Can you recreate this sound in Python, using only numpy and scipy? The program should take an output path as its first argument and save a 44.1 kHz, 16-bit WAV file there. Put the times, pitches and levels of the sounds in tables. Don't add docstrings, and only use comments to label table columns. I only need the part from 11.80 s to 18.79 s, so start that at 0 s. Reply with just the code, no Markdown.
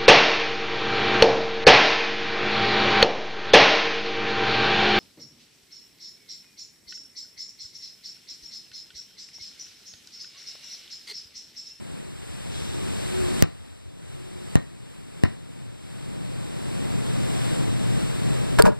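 import sys
import numpy as np
from scipy import signal
from scipy.fft import rfft, irfft, next_fast_len
from scipy.io import wavfile
from scipy.ndimage import minimum_filter1d, map_coordinates

SR = 44100
rng = np.random.default_rng(int(sys.argv[2]) if len(sys.argv) > 2 else 0)


def store_wav(level_fs):
    pcm = np.round(np.clip(np.atleast_2d(level_fs), -1, 1) * 32767)
    wavfile.write(sys.argv[1], SR, pcm.T.astype(np.int16))


N = 308259

# [f/Hz, level/dB per Hz]
YARD_SUM = [(30, -92), (120, -59), (400, -75), (700, -75), (1500, -78), (2500, -78.5), (4600, -83),
            (6300, -91), (8000, -79), (10000, -88.5), (13000, -92.5), (13500, -115), (14800, -101),
            (15600, -120)]
# [f/Hz, level/dB per Hz]
YARD_DIFFERENCE = [(25, -68), (70, -80), (130, -48), (250, -55), (550, -61.5), (1000, -68), (1700, -75.5),
                   (3000, -82), (6500, -88.5), (9000, -82), (11500, -95), (12200, -105), (13500, -119.5),
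                   (15500, -120)]
# [f/Hz, relative level/dB]
RUSTLE_COLOUR = [(2000, -6), (3500, 12), (4500, 5), (5600, 8), (8000, 0.5), (14000, -52)]
# [f/Hz, relative level/dB]
RUMBLE_COLOUR = [(20, -4), (35, -6), (60, 6), (100, -14), (200, -36)]
# [f/Hz, relative level/dB]
ENGINE_COLOUR = [(30, -7.5), (60, -4.5), (85, 9), (120, -9), (200, -39.5)]
# [start t/s, length t/s, level/dB]
WHINE_SPELLS = [(-.1, 0.61, -34.5), (0.875, 0.85, -30), (2.326, 0.38, -32)]
# [t/s, blow level/dB, slap level/dB re blow, slap treble limit f/Hz, door level/dB re blow]
BOUNCES = [(1.6243, 18, -10.5, 10100, -35.5), (2.7554, 17, -11.5, 9000, -36),
           (3.4364, 15.5, -12.5, 7000, -35)]
# [f/Hz, sum level/dB, difference level/dB, t60/s]
BALL_MODES = [(870, -58, -20.5, 0.018), (1034, -39, -34, 0.055), (1166, -35.5, -38, 0.053),
              (1480, -46, -25, 0.0096), (1864, -21, -43, 0.013), (2930, -58, -22, 0.008),
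              (3980, -31.5, -41, 0.013)]
# [f/Hz, sum level/dB, difference level/dB, t60/s]
THUD_MODES = [(93, -47, -8.5, 0.071), (141, -57, -16, 0.052), (208, -27.5, -21, 0.055)]
# [f/Hz, relative level/dB, t60/s]
DOOR_MODES = [(960, -7, 0.04), (1071, -0.5, 0.042), (1215, 0, 0.04), (1330, -3, 0.04), (1520, -6, 0.043),
              (1800, -9, .04), (1950, -9, 0.03)]
# [delay t/s, level/dB re direct sound, bass limit f/Hz, treble limit f/Hz]
WALL_ECHOES = [(0.0117, -9, 890, 4560), (0.0203, -11, 60, 800), (.029, -33, 60, 700)]
# [t/s, board level/dB, rim level/dB, rim brightness/dB per octave]
HOOP_CONTACTS = [(6.7868, -24, -6.5, 2), (6.788, -20, -3, 9), (6.7941, -0.5, -0.5, 8), (6.7985, 0, -4, 2),
                 (6.8012, -4, 2, -3), (6.809, -7, -2, 5), (6.814, -13, -8, 0), (6.818, -15, -6.5, -2),
                 (6.838, 0, -12, 0), (6.843, -14, -8, 3), (6.849, -5, -5, 1), (6.8538, 1.5, 5.5, -7),
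                 (6.860, 1, -2, -4), (6.866, -0.5, 3.5, 6), (6.872, 1, -3, 4), (6.878, -4, -4, -3),
                 (6.883, -1, -10, -2), (6.889, -14, -9, 0), (6.897, -9, -16, -3), (6.919, -8, -16, -10)]
# [f/Hz, relative level/dB, t60/s]
BOARD_MODES = [(128, 0, 0.058), (200, -6, 0.063), (330, -10, 0.054), (436, -7, 0.065), (602, -6, 0.06),
               (800, -5, 0.02)]
# [f/Hz, relative level/dB, t60/s]
RIM_MODES = [(800, -4, 0.01), (953, -2, 0.023), (1093, -4.5, 0.023), (1200, -3, 0.021), (1336, -10, 0.025),
             (1420, -8, 0.043), (1647, -11.5, 0.044), (1900, -18, 0.0097), (2240, -24, 0.01),
             (2700, -23, 0.0084), (3100, -33, 0.0066)]
# [t/s, level/dB]
TICKS = [(6.7868, -13), (6.7936, -13), (6.8228, 12), (6.854, -16), (6.862, -10), (6.867, -22)]
# [f/Hz, relative level/dB, t60/s]
TICK_MODES = [(4700, -7.5, 0.0057), (8620, -2, 0.0045), (11960, -12.5, 0.0061)]
# [f/Hz, t60/s]
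REVERB_T60 = [(100, 0.22), (1200, 0.29), (2500, 0.29), (4500, 0.36), (12000, 0.055)]
# [f/Hz, second over first level/dB]
PORT_BALANCE = [(800, -0.5), (2000, 1), (3200, -11.5), (5000, -1), (6300, -2.5), (8000, 8), (12000, 5)]
# [f/Hz, left over right level/dB]
STEREO_BALANCE = [(60, 1.5), (700, 0.67), (1300, 0), (2400, 2.5), (4400, 1), (8000, -1.5), (11000, 1.5),
                  (15000, 7)]

RUMBLE_DB, RUMBLE_GROWS_DB_S = -61, 3.0
PASS_S, PASS_DB, PASS_SPREAD_S = 1.45, -29.5, 1.18
TRAFFIC_DB, SWELL_S, SWELL_WIDTH_S, SWELL_DB = -1.28, 5.18, 0.31, 3
GUST_S, GUST_DB, GUST_RISE_DB_S, GUST_FALL_DB_S = 0.65, 5.5, 4, 1.3
RUSTLE_S, RUSTLE_DB, RUSTLE_ATTACK_S, RUSTLE_T60_S = 0.71, -39.5, 0.015, 1.4
RUSTLE_BED_DB = -47
HUM_HZ, HUM_DB, HUM_GROWS_DB_S = 119.5, -39.5, 1.89
WHINE_HZ, WHINE_EDGE_S = 366.5, 0.085
RIM_MID_HZ = 1250
CRACK_DB = -14
SPRING_S, PUSH_S = 0.0016, 0.00099
SNAP = 1.4
SMEAR_S = 0.0015
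DOOR_S, SHIVER_DB, SHIVER_T60_S = 0.0125, 10, 0.097
REVERB_TREBLE_HZ, TOP_HZ = 4420, 16300


def amp(db):
    return 10 ** (np.asarray(db) / 20)


def unit(x):
    return x / np.sqrt(np.mean(x ** 2) + 1e-20)


def along(points, hz):
    f, v = np.transpose(points)
    return np.interp(np.log(hz + 1), np.log(f + 1), v)


def noise(length):
    return rng.standard_normal((2, length))


def wobble(rate):
    knots = rng.standard_normal(int(N * rate / SR) + 4)
    return map_coordinates(knots, [np.arange(N) * rate / SR])


def filtered(x, response):
    m = next_fast_len(N + 8192)
    return irfft(rfft(x, m) * response(np.fft.rfftfreq(m, 1 / SR)), m)[..., :N]


def coloured(x, curve):
    return unit(filtered(x, lambda hz: amp(along(curve, hz))))


def dull(x, hz):
    return signal.lfilter(*signal.butter(2, min(hz / (SR / 2), .99)), x)


def thin(x, hz):
    return signal.lfilter(*signal.butter(2, min(hz / (SR / 2), .99), "high"), x)


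def ring(modes, t, scatter_db):
    total = 0
    for hz, db, t60 in modes:
        level_db = db + scatter_db * rng.standard_normal()
        total = total + amp(level_db - 60 * t / t60) * np.sin(2 * np.pi * hz * t)
    return total


def stereo_ring(modes, t, scatter_db):
    return np.array([ring([(hz, row[k], t60) for hz, *row, t60 in modes], t, scatter_db) for k in range(2)])


def add(track, s, sound):
    place = track[:, round(s * SR):][:, :sound.shape[1]]
    place += sound[:, :place.shape[1]]


def echoed(x, wet_db):
    hz, t, z = signal.stft(noise(SR // 3), SR, nperseg=256)
    decay = amp(-60 * t / along(REVERB_T60, hz)[:, None])
    tail = signal.istft(z * decay, SR, nperseg=256)[1]
    late_tail = np.pad(tail, ((0, 0), (round(.008 * SR), 0)))
    late_tail = late_tail / np.linalg.norm(tail, axis=1)[:, None]
    wet = signal.fftconvolve(dull(x, REVERB_TREBLE_HZ), late_tail, axes=1)
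    return np.pad(x, ((0, 0), (0, wet.shape[1] - x.shape[1]))) + amp(wet_db) * wet


def rumble():
    t = np.arange(N) / SR
    air = coloured(rng.standard_normal(N), RUMBLE_COLOUR)
    return amp(RUMBLE_DB + RUMBLE_GROWS_DB_S * t + 4.1 * wobble(3.6)) * air * [[.15], [1]]


def engine():
    t = np.arange(N) / SR
    drone = coloured(rng.standard_normal(N), ENGINE_COLOUR)
    distance = np.hypot(1, (t - PASS_S) / PASS_SPREAD_S)
    return amp(PASS_DB) / distance * drone * [[0], [1]]


def gust_db(t):
    return GUST_DB - np.maximum(GUST_RISE_DB_S * (GUST_S - t), GUST_FALL_DB_S * (t - GUST_S))


def traffic_and_leaves():
    t = np.arange(N) / SR
    white = noise(N) * np.sqrt(SR / 2)
    colour = lambda hz: amp([along(YARD_SUM, hz), along(YARD_DIFFERENCE, hz)])
    low = lambda hz: 1 / (1 + (hz / 700) ** 2)
    traffic_db = TRAFFIC_DB + SWELL_DB * np.exp(-((t - SWELL_S) / SWELL_WIDTH_S) ** 2)
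    traffic = filtered(white, lambda hz: colour(hz) * low(hz))
    leaves = filtered(white, lambda hz: colour(hz) * (1 - low(hz)))
    return amp(traffic_db + 1.75 * wobble(5.5)) * traffic + amp(gust_db(t) + 0.97 * wobble(6.1)) * leaves


def rustle():
    t = np.arange(N) / SR
    since = np.maximum(t - RUSTLE_S, 0)
    burst = amp(RUSTLE_DB - 60 * since / RUSTLE_T60_S) * (1 - np.exp(-since / RUSTLE_ATTACK_S))
    bed = amp(RUSTLE_BED_DB + gust_db(t) - GUST_DB)
    return (burst + bed) * coloured(noise(N), RUSTLE_COLOUR)


def hum():
    t = np.arange(N) / SR
    level_db = HUM_DB + HUM_GROWS_DB_S * t + 3.6 * wobble(11.0) + 0.72 * wobble(1.48)
    return amp(level_db) * np.sin(2 * np.pi * HUM_HZ * t + 1.66 * wobble(13)) * [[0], [1]]


def whine():
    t = np.arange(N) / SR
    spells = 0
    for s, length, db in WHINE_SPELLS:
        spells = spells + amp(db) * np.clip(np.minimum(t - s, s + length - t) / WHINE_EDGE_S, 0, 1)
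    tone = np.sin(2 * np.pi * WHINE_HZ * t + 1.3 * wobble(14))
    return spells * amp(3.8 * wobble(7.48)) * tone * [[0], [1]]


def metal_ticks():
    track, t = np.zeros((2, N)), np.arange(SR // 6) / SR
    for s, db in TICKS:
        crack = amp(CRACK_DB - 60 * t / 0.0036) * dull(noise(len(t)), hz=12600)
        crack = thin(crack, hz=3330) * amp([[0], [-5]])
        click = ring(TICK_MODES, t, scatter_db=1) * amp([[-5], [-15]])
        add(track, s, amp(db) * (click + crack))
    return track


def hoop():
    track, t = np.zeros((2, N)), np.arange(SR // 6) / SR
    for s, board_db, rim_db, bright_db in HOOP_CONTACTS:
        board = amp(board_db) * ring(BOARD_MODES, t, scatter_db=5.5) * amp([[-30], [0]])
        board = board * (1 - np.exp(-t / 0.0016))
        tilted = [(hz, db + bright_db * np.log2(hz / RIM_MID_HZ), t60) for hz, db, t60 in RIM_MODES]
        rim = amp(rim_db) * ring(tilted, t, scatter_db=4.5) * amp([[-9], [-16]])
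        rattle = amp(rim_db - 1 - 60 * t / 0.012) * dull(noise(len(t)), hz=1880)
        rattle = thin(rattle, hz=640) * amp([[0], [-4]])
        fizz = amp(rim_db - 21.5 - 60 * t / 0.048) * thin(dull(noise(len(t)), hz=9000), hz=2400)
        swell = 1 - np.exp(-t / 0.00083)
        add(track, s, echoed(board + swell * (rim + rattle + fizz), wet_db=-15))
    return track


def smeared(x):
    t = np.arange(SR // 100) / SR
    spikes = np.abs(rng.standard_normal(len(t))) ** 3 * rng.choice([-1, 1], len(t))
    burst = spikes * np.exp(-t / SMEAR_S)
    return signal.fftconvolve(x, burst[None] / np.linalg.norm(burst), axes=1)[:, :x.shape[1]]


def with_garage(direct, door_db):
    near, t = direct.copy(), np.arange(direct.shape[1]) / SR
    for delay, db, low_hz, high_hz in WALL_ECHOES:
        add(near, delay, amp(db) * smeared(thin(dull(direct, high_hz), low_hz)))
    door = amp(door_db) * ring(DOOR_MODES, t, scatter_db=3.5) * (1 - np.exp(-t / 0.0011))
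    add(near, DOOR_S, door * amp([[0], [-12]]))
    shiver = thin(dull(noise(len(t)), hz=1900), hz=900)
    shiver_level = amp(door_db + SHIVER_DB - 60 * t / SHIVER_T60_S) * (1 - np.exp(-t / .002))
    add(near, DOOR_S, shiver_level * shiver)
    return near


def bounce(slap_db, slap_hz):
    t = np.arange(SR // 8) / SR
    push = 0.86 * (1 - np.exp(-t / .00008)) * np.exp(-(t / PUSH_S) ** 2) * amp([[-25], [0]])
    snap = SNAP * (t == 0) + noise(len(t))
    slap = amp(slap_db - 60 * t / 0.0037) * dull(snap, slap_hz) * amp([[-5], [0]])
    slap = thin(slap, hz=1530)
    scuff = amp(-26 - 60 * t / 0.034) * dull(noise(len(t)), hz=2300) * amp([[-2], [0]])
    body = -stereo_ring(BALL_MODES, t, scatter_db=1)
    thud = -stereo_ring(THUD_MODES, np.maximum(t - SPRING_S, 0), scatter_db=.5)
    return thin(push + slap + scuff + body + thud, hz=51.4)


def ball():
    track = np.zeros((2, N))
    for s, blow_db, slap_db, slap_hz, door_db in BOUNCES:
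        near = with_garage(bounce(slap_db, slap_hz), door_db)
        add(track, s, amp(blow_db) * echoed(near, wet_db=-11.5))
    return track


def scene():
    yard = rumble() + engine() + traffic_and_leaves() + rustle() + hum() + whine()
    both, apart = yard + metal_ticks() + hoop() + ball()
    return np.array([both + apart, both - apart])


def gain_control(x, target_db, start_db, hold, rise_db, attack):
    t = np.arange(N) / SR
    peak_db = 20 * np.log10(np.abs(x).max(axis=0) + 1e-6)
    peak_db[0] = target_db - start_db
    size = round(abs(hold) * SR) // 2 * 2 + 1
    held_db = -minimum_filter1d(-peak_db, size, origin=size // 2, mode="nearest")
    memory_db = np.maximum.accumulate(held_db + rise_db * t) - rise_db * t
    wanted_db = np.minimum(target_db - memory_db, 0)
    lag = np.exp(-1 / (abs(attack) * SR))
    gain_db = signal.lfilter([1 - lag], [1, -lag], wanted_db, zi=[lag * wanted_db[0]])[0]
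    return amp(gain_db)


def record(dry):
    ports = filtered(dry, lambda hz: amp(along(PORT_BALANCE, hz) / 2 * [[-1], [1]]))
    cross = lambda hz: .72 / (1 + (hz / 7600) ** 8) * np.exp(-2j * np.pi * hz * .000317)
    wide = ports - filtered(ports[::-1], cross)
    wide = filtered(wide, lambda hz: amp(along(STEREO_BALANCE, hz) / 2 * [[1], [-1]]))
    wide = wide * gain_control(wide, target_db=-1.0, start_db=-16.0, hold=0.31, rise_db=10.0, attack=0.0051)
    wide = wide * gain_control(wide, target_db=-1, start_db=0, hold=.0004, rise_db=5000, attack=.0005)
    clipped = wide / (1 + np.abs(wide) ** 12) ** (1 / 12)
    return filtered(clipped, lambda hz: hz < TOP_HZ)


dry = scene()
out = record(dry)
store_wav(out)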